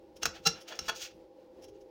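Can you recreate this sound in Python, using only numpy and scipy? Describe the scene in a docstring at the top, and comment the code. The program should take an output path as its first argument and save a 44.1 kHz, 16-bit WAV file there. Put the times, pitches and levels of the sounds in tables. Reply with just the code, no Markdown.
"""In a small kitchen, steel tongs click against an aluminium baking tray and scrape over it as rolls are lifted off.
Each contact rings the tongs and the tray as sums of wavering tones, with a short crack of coloured noise.
The slides between are grainy noise, crust brushes the metal with a bright rustle, and the tray gives soft
low thuds. A short room tail answers, over soft room noise, rumble, a low wavering hum and a late drone."""
import sys
import numpy as np
from scipy import signal
from scipy.fft import rfft, irfft, next_fast_len
from scipy.io import wavfile
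from scipy.ndimage import map_coordinates

SR = 44100
rng = np.random.default_rng(int(sys.argv[2]) if len(sys.argv) > 2 else 0)


def persist_wave(psi):
    """Save psi, clipped to +-1, as 16-bit WAV."""
    counts = np.round(np.clip(psi, -1, 1) * 32767).astype(np.int16)
    wavfile.write(sys.argv[1], SR, np.atleast_2d(counts).T)


N = 83790
T = np.arange(N) / SR  # time in seconds
PIVOT_HZ = 3000  # pitch at which a brightness tilt changes nothing


def amp(db):
    """Turn decibels into a gain."""
    return 10 ** (np.asarray(db) / 20)


def unit(x):
    """Scale a signal to an rms of 1."""
    return x / np.sqrt(np.mean(x ** 2) + 1e-20)


def along(points, hz):
    """Read a curve of (Hz, value) points on a log pitch axis."""
    point_hz, values = np.transpose(points)
    return np.interp(np.log(hz + 1), np.log(point_hz + 1), values)


def wobble(rate):
    """A smooth random curve with `rate` random knots a second."""
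    return map_coordinates(rng.standard_normal(4096), [T * rate], mode="wrap")


def flutter(t, rate):
    """Random values joined by straight lines along t, `rate` knots a second."""
    knots = rng.standard_normal(size=512)
    return np.interp((t - t[0]) * rate, np.arange(len(knots)), knots)


def filtered(x, response):
    """Multiply the spectrum of x by a gain that depends on frequency."""
    size = next_fast_len(N + 8192)  # spare room at the end for what the filter spreads out
    spectrum = rfft(x, size) * response(np.fft.rfftfreq(size, 1 / SR))
    return irfft(spectrum, size)[:N]


def octaves(hz):
    """Octaves above the pivot, held from a tenth of its pitch down and from twice its pitch up."""
    return np.log2(np.clip(hz / PIVOT_HZ, 1 / 10, 2))


def noise(spectrum, tilt_db=0):
    """Coloured noise of rms 1; the tilt is in dB per octave."""
    def colour(hz):
        return amp(along(spectrum, hz) + tilt_db * octaves(hz))
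    return unit(filtered(rng.standard_normal(N), colour))


def swell(s, rise, fall):
    """A soft envelope that peaks at s; rise and fall are the times to about a third of the peak."""
    return np.exp(-np.abs((T - s) / np.where(T < s, rise, fall)) ** 1.3)


def strike(t, rise, t60):
    """Pressure builds up to t = 0, then the sound fades by 60 dB in t60 seconds."""
    build = np.clip(1 + t / rise, 0, 1) ** 1.4
    return build * amp(-60 * np.maximum(t, 0) / t60)


# Colour of the room noise. Each row: pitch in Hz, relative level in dB.
FLOOR = [(20, -30), (55, -15.5), (110, -27.5), (200, -8), (270, -10.5), (335, 7), (400, -3), (465, -3),
         (520, 3.5), (590, -7), (720, -15.5), (810, -9.5), (950, -15), (1200, -26.5), (2500, -30),
         (5000, -32), (8000, -44), (13500, -46.5), (15500, -40.5)]
FLOOR_DB, FLOOR_SWING_DB, FLOOR_SWING_PER_S = -57, 1.9, 14  # middle level, swing, knots a second


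def room_noise():
    """Soft coloured noise whose level wavers a little."""
    level_db = FLOOR_DB + FLOOR_SWING_DB * wobble(FLOOR_SWING_PER_S)
    return amp(level_db) * noise(FLOOR)


# Colour of the rumble. Each row: pitch in Hz, relative level in dB.
RUMBLE = [(20, -15), (55, 1.5), (110, -4.5), (220, -21.5), (500, -54)]
RUMBLE_DB, RUMBLE_SWING_DB, RUMBLE_PER_S = -71.5, 4, 22  # middle level, swing, knots a second


def rumble():
    """Low noise with an uneven level."""
    level_db = RUMBLE_DB + RUMBLE_SWING_DB * wobble(RUMBLE_PER_S)
    return amp(level_db) * noise(RUMBLE)


# Tones of the hum. Each row: pitch in Hz, rms level in dB.
HUM = [(518, -60.5), (810, -72.5)]
HUM_DRIFT_RAD, HUM_DRIFT_PER_S = 0.86, 16  # size of the phase drift, knots a second


def hum():
    """Sine tones that waver because their phase drifts."""
    out = np.zeros(N)
    for hz, db in HUM:
        drift = HUM_DRIFT_RAD * wobble(HUM_DRIFT_PER_S)
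        out += amp(db) * np.sqrt(2) * np.sin(2 * np.pi * hz * T + drift)
    return out


# Colour of the low drone. Each row: pitch in Hz, relative level in dB.
DRONE = [(200, -45), (310, -8), (400, 0.5), (450, -1.5), (600, -61)]
DRONE_DB, DRONE_START_S, DRONE_RISE_S = -58, 1.58, 0.027


def drone():
    """A narrow low noise that fades in near the end and then holds."""
    fade_in = np.clip((T - DRONE_START_S) / DRONE_RISE_S, 0, 1)
    return amp(DRONE_DB) * noise(DRONE) * fade_in


# How long the kitchen echoes. Each row: pitch in Hz, seconds to fade by 60 dB.
ROOM = [(150, .25), (1500, 0.24), (5500, 0.23), (9000, 0.13), (15000, 0.1)]
ROOM_DB, ROOM_RISE_S = -13, .006  # level of the tail, time it takes to build up


def kitchen(x):
    """Blur a sound with a short tail of fading noise whose treble dies first."""
    hz, t, grid = signal.stft(rng.standard_normal(SR // 2), SR, nperseg=256)
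    fade = amp(-60 * t / along(ROOM, hz)[:, None])
    tail = signal.istft(grid * fade, SR)[1]
    tail *= np.minimum(T[:len(tail)] / ROOM_RISE_S, 1)
    return signal.fftconvolve(x, tail / np.linalg.norm(tail))[:N]


# Soft bumps of the tray on the counter. Each row: peak in seconds, level in dB, rise and fall in seconds.
BUMPS = [(0.276, -49, 0.046, 0.029), (.395, -60.5, 0.016, 0.03), (.49, -52.5, 0.03, 0.054),
         (.805, -54, 0.0064, 0.033), (.9, -59.5, 0.063, 0.053), (1.155, -62.5, 0.031, .04),
         (1.82, -67.5, .07, 0.046)]
# Colour of a bump. Each row: pitch in Hz, relative level in dB.
BUMP = [(25, -13.5), (60, -1), (150, -4.5), (215, -3), (290, -10.5), (600, -40.5)]


def bumps():
    """The pushed tray thuds softly on the counter: swells of low noise."""
    level = sum(amp(db) * swell(s, rise, fall) for s, db, rise, fall in BUMPS)
    return noise(BUMP) * level


THUMP_S, THUMP_HZ, THUMP_DB = .472, 168, -31.5  # end of the build-up, pitch, level
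THUMP_RISE_S, THUMP_T60_S = .01, .11


def thump():
    """The hardest contact flexes the bottom of the tray, which gives one low, short note."""
    t = T - THUMP_S
    return amp(THUMP_DB) * np.sin(2 * np.pi * THUMP_HZ * t) * strike(t, THUMP_RISE_S, THUMP_T60_S)


SING_DB, SING_WIDTH_HZ = 2.5, 43.8  # height of the metal's peaks, half width of each


def metal(hz):
    """Friction brings out the natural tones of tray and tongs, so the gain peaks at each."""
    peaks = np.max([1 / (1 + ((hz - f) / SING_WIDTH_HZ) ** 2) for f, db, t60 in TRAY + TONGS], axis=0)
    return amp(SING_DB * (peaks - .5))


# Light brushes of dry crust. Each row: peak in seconds, level in dB before the metal colours it,
# rise and fall in seconds.
BRUSHES = [(0.169, -54, 0.0062, 0.0083), (.617, -53.5, 0.012, 0.015), (1.625, -61.5, .006, .01),
           (1.645, -54, .009, 0.007), (1.687, -62.5, .006, 0.012), (1.816, -67, 0.0085, .01)]
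# Colour of the crust. Each row: pitch in Hz, relative level in dB.
CRUST = [(500, -8), (1500, -7.5), (2400, -3.5), (3100, 1.5), (4300, -6), (5400, 6), (6700, -2.5),
         (8000, -12), (10500, -7), (12000, -11.5), (13700, -26), (15200, -4), (16000, -11.5)]


def brushes():
    """Dry crust brushes the metal with a thin, bright rustle."""
    level = sum(amp(db) * swell(s, rise, fall) for s, db, rise, fall in BRUSHES)
    return filtered(noise(CRUST) * level, metal)


# Slides of tongs and rolls on the tray. Each row: peak in seconds, level in dB before grain and metal,
# rise and fall in seconds, brightness in dB per octave.
SLIDES = [(.228, -38, 0.0055, .01, 0.5), (.357, -48, 0.016, .025, -3), (.445, -57.5, .012, .008, 4),
          (.58, -53.5, 0.06, .03, -4.5), (0.684, -44.5, 0.0054, 0.0184, 1.5),
          (.72, -46.5, 0.034, 0.037, -4.5), (.756, -52, 0.0044, 0.021, 3.5), (.825, -55, 0.027, .04, -1),
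          (.872, -48, 0.024, .02, 1.5), (.922, -49, 0.024, 0.024, -6), (.962, -43.5, .009, 0.026, 5.5),
          (1.024, -39, 0.021, .026, 4.1), (1.052, -45, .012, 0.023, 1), (1.113, -58.5, 0.0069, 0.0092, -2),
          (1.755, -72, .025, .03, 0)]
# Colour of the scrape. Each row: pitch in Hz, relative level in dB.
SCRAPE = [(150, -23.5), (700, -1), (1050, -9.5), (1400, -0.5), (2100, -3), (2900, 4.5), (4000, -1.5),
          (5500, -1), (6700, -3), (7800, -13.5), (10000, -18.5), (13500, -26.5), (15200, -8), (16000, -19)]
SLIP_DB, SLIPS_PER_S = 1, 890  # grain of the friction: swing, knots a second


def slides():
    """Short strokes of noise, made grainy by sticking and slipping and coloured by the metal."""
    strokes = np.zeros(N)
    for s, db, rise, fall, tilt_db in SLIDES:
        strokes += amp(db) * swell(s, rise, fall) * noise(SCRAPE, tilt_db)
    grain = unit(amp(SLIP_DB * wobble(SLIPS_PER_S)))
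    return filtered(strokes * grain, metal)


WAVER_RAD, WAVER_PER_S = 0.56, 200  # rattle: phase waver at the pivot pitch, knots a second
AFTER_DB, AFTER_T60_S = -33.5, .3  # weak ring that outlasts the contact
AFTER_BLUR = 0.022  # width of the after-ring as a share of its pitch
FAVOUR_DB, FAVOUR_OCTAVES = 9.5, .1  # lift near the favoured pitch for an instant contact, its reach
FAVOUR_FADE_S = 0.007  # a slow, grinding contact favours that pitch less


def ring(modes, t, rise, damping, tilt_db, favoured_hz):
    """Rattling tones: a fast decay while the parts touch, and a weak, blurred after-ring."""
    hz, db, t60 = np.transpose(modes)
    distance = np.log2(hz / favoured_hz) / FAVOUR_OCTAVES
    favour = FAVOUR_DB * np.exp(-rise / FAVOUR_FADE_S - distance ** 2)
    chance_db = rng.normal(0, 0.68, len(hz))  # the balance of the tones varies from contact to contact
    gains = amp(db + favour + tilt_db * octaves(hz) + chance_db)
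    gains /= np.linalg.norm(gains)
    after = amp(AFTER_DB) * strike(t, rise, AFTER_T60_S)
    out = np.zeros(len(t))
    for f, gain, life in zip(hz, gains, t60 / damping):
        phase = 2 * np.pi * (f * t + rng.random())
        waver = WAVER_RAD * np.sqrt(f / PIVOT_HZ) * flutter(t, WAVER_PER_S)
        rattling = np.sin(phase + waver)
        knots_per_s = 2 * AFTER_BLUR * f
        blurred = flutter(t, knots_per_s) * np.sin(phase) + flutter(t, knots_per_s) * np.cos(phase)
        out += gain * (rattling * strike(t, rise, life) + blurred * after)
    return np.sqrt(2) * out


# Contacts of tongs and tray. Each row: peak in seconds, tongs ring in dB, tray ring in dB, crack in dB,
# build-up in seconds, seconds for the crack to fade by 60 dB, brightness in dB per octave,
# pitch favoured at the point of contact in Hz.
CONTACTS = [(0.2323, -27.5, -37, -28.5, 0.0023, 0.021, 1, 6300),
            (0.2563, -30, -33.5, -22.5, 0.0028, 0.03, -0.5, 6350),
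            (0.2636, -37, -43.5, -29.5, 0.0033, 0.02, -1.5, 1360),
            (.4700, -19.5, -41.5, -28, 0.02, 0.032, 0.9, 5400),
            (0.4734, -50.5, -49, -19, 0.0037, .025, 2, 6400),
            (0.7905, -32, -64, -31, 0.00064, .026, 1.3, 5300),
            (.725, -50.5, -41.5, -53.5, 0.0094, .04, -3, 1720),
            (.887, -48, -35.5, -30, 0.0079, 0.022, -3, 1070),
            (.896, -70, -27, -29.5, 0.0093, 0.027, -3, 3400),
            (1.647, -61.5, -83, -81, 0.0096, 0.039, 6, 5500), (1.685, -68, -72, -72, .004, 0.036, 1, 5500)]
# Natural tones of the tongs. Each row: pitch in Hz, relative level in dB,
# seconds to fade by 60 dB when the crack lasts GRIP_T60_S.
TONGS = [(457, -6, .13), (800, -3.5, .06), (1330, -2, .05), (1385, -3, .06), (1701, -13, .1),
         (2780, -2.5, .065), (3372, -14, .08), (4052, 1, .04), (4760, -7.5, .045), (5426, -1, .05),
         (5507, -4.5, .09), (5690, -8.5, .08), (6211, -3, .05), (6320, -7, .04), (6665, -10, .045)]
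# Natural tones of the tray, damped by the counter. Each row is laid out as for the tongs.
TRAY = [(450, -14, 0.16), (680, -8.5, .05), (884, -7, .04), (1051, -8.5, .04), (1440, -2, .04),
        (1680, -2, .045), (1770, -6.5, .06), (2290, -10, .05), (2430, -7, .04), (2840, -3.5, .05),
        (3352, 3, .05), (4510, 1, .05), (5780, -3.5, .04), (6590, -5.5, .05)]
# Colour of the crack. Each row: pitch in Hz, relative level in dB.
CRACK = [(100, -15), (500, -15.5), (1000, -7.5), (1400, 5), (2000, -7), (2750, 1.5), (3150, -4.5),
         (3500, -2), (5000, -3), (5600, 2), (6300, 2), (7200, -7), (10000, -17.5), (13800, -18),
         (15000, -8.5), (16000, -24.5)]
GRIP_T60_S = 0.027  # a longer crack lets the tones ring longer, a shorter one cuts them


def contacts():
    """The tongs meet the tray: both ring, and the contact cracks."""
    out = np.zeros(N)
    for s, tongs_db, tray_db, crack_db, rise, t60, tilt_db, favoured_hz in CONTACTS:
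        near = slice(int(s * SR) - SR // 20, int(s * SR) + SR // 2)
        t, damping = T[near] - s, GRIP_T60_S / t60
        out[near] += amp(tongs_db) * ring(TONGS, t, rise, damping, tilt_db, favoured_hz)
        out[near] += amp(tray_db) * ring(TRAY, t, rise, damping, tilt_db, favoured_hz)
        out += amp(crack_db) * noise(CRACK, tilt_db) * strike(T - s, rise, t60)
    return out


def scene():
    """Tongs, tray and rolls with their room tail, over the background."""
    handling = contacts() + thump() + slides() + brushes() + bumps()
    answer = amp(ROOM_DB) * kitchen(handling)
    background = hum() + drone() + rumble() + room_noise()
    return (handling + answer + background)[None]


TOP_HZ = 16100  # band limit


def record(dry):
    """Keep nothing above the band limit."""
    return filtered(dry[0], lambda hz: hz < TOP_HZ)[None]


dry = scene()
out = record(dry)
persist_wave(out)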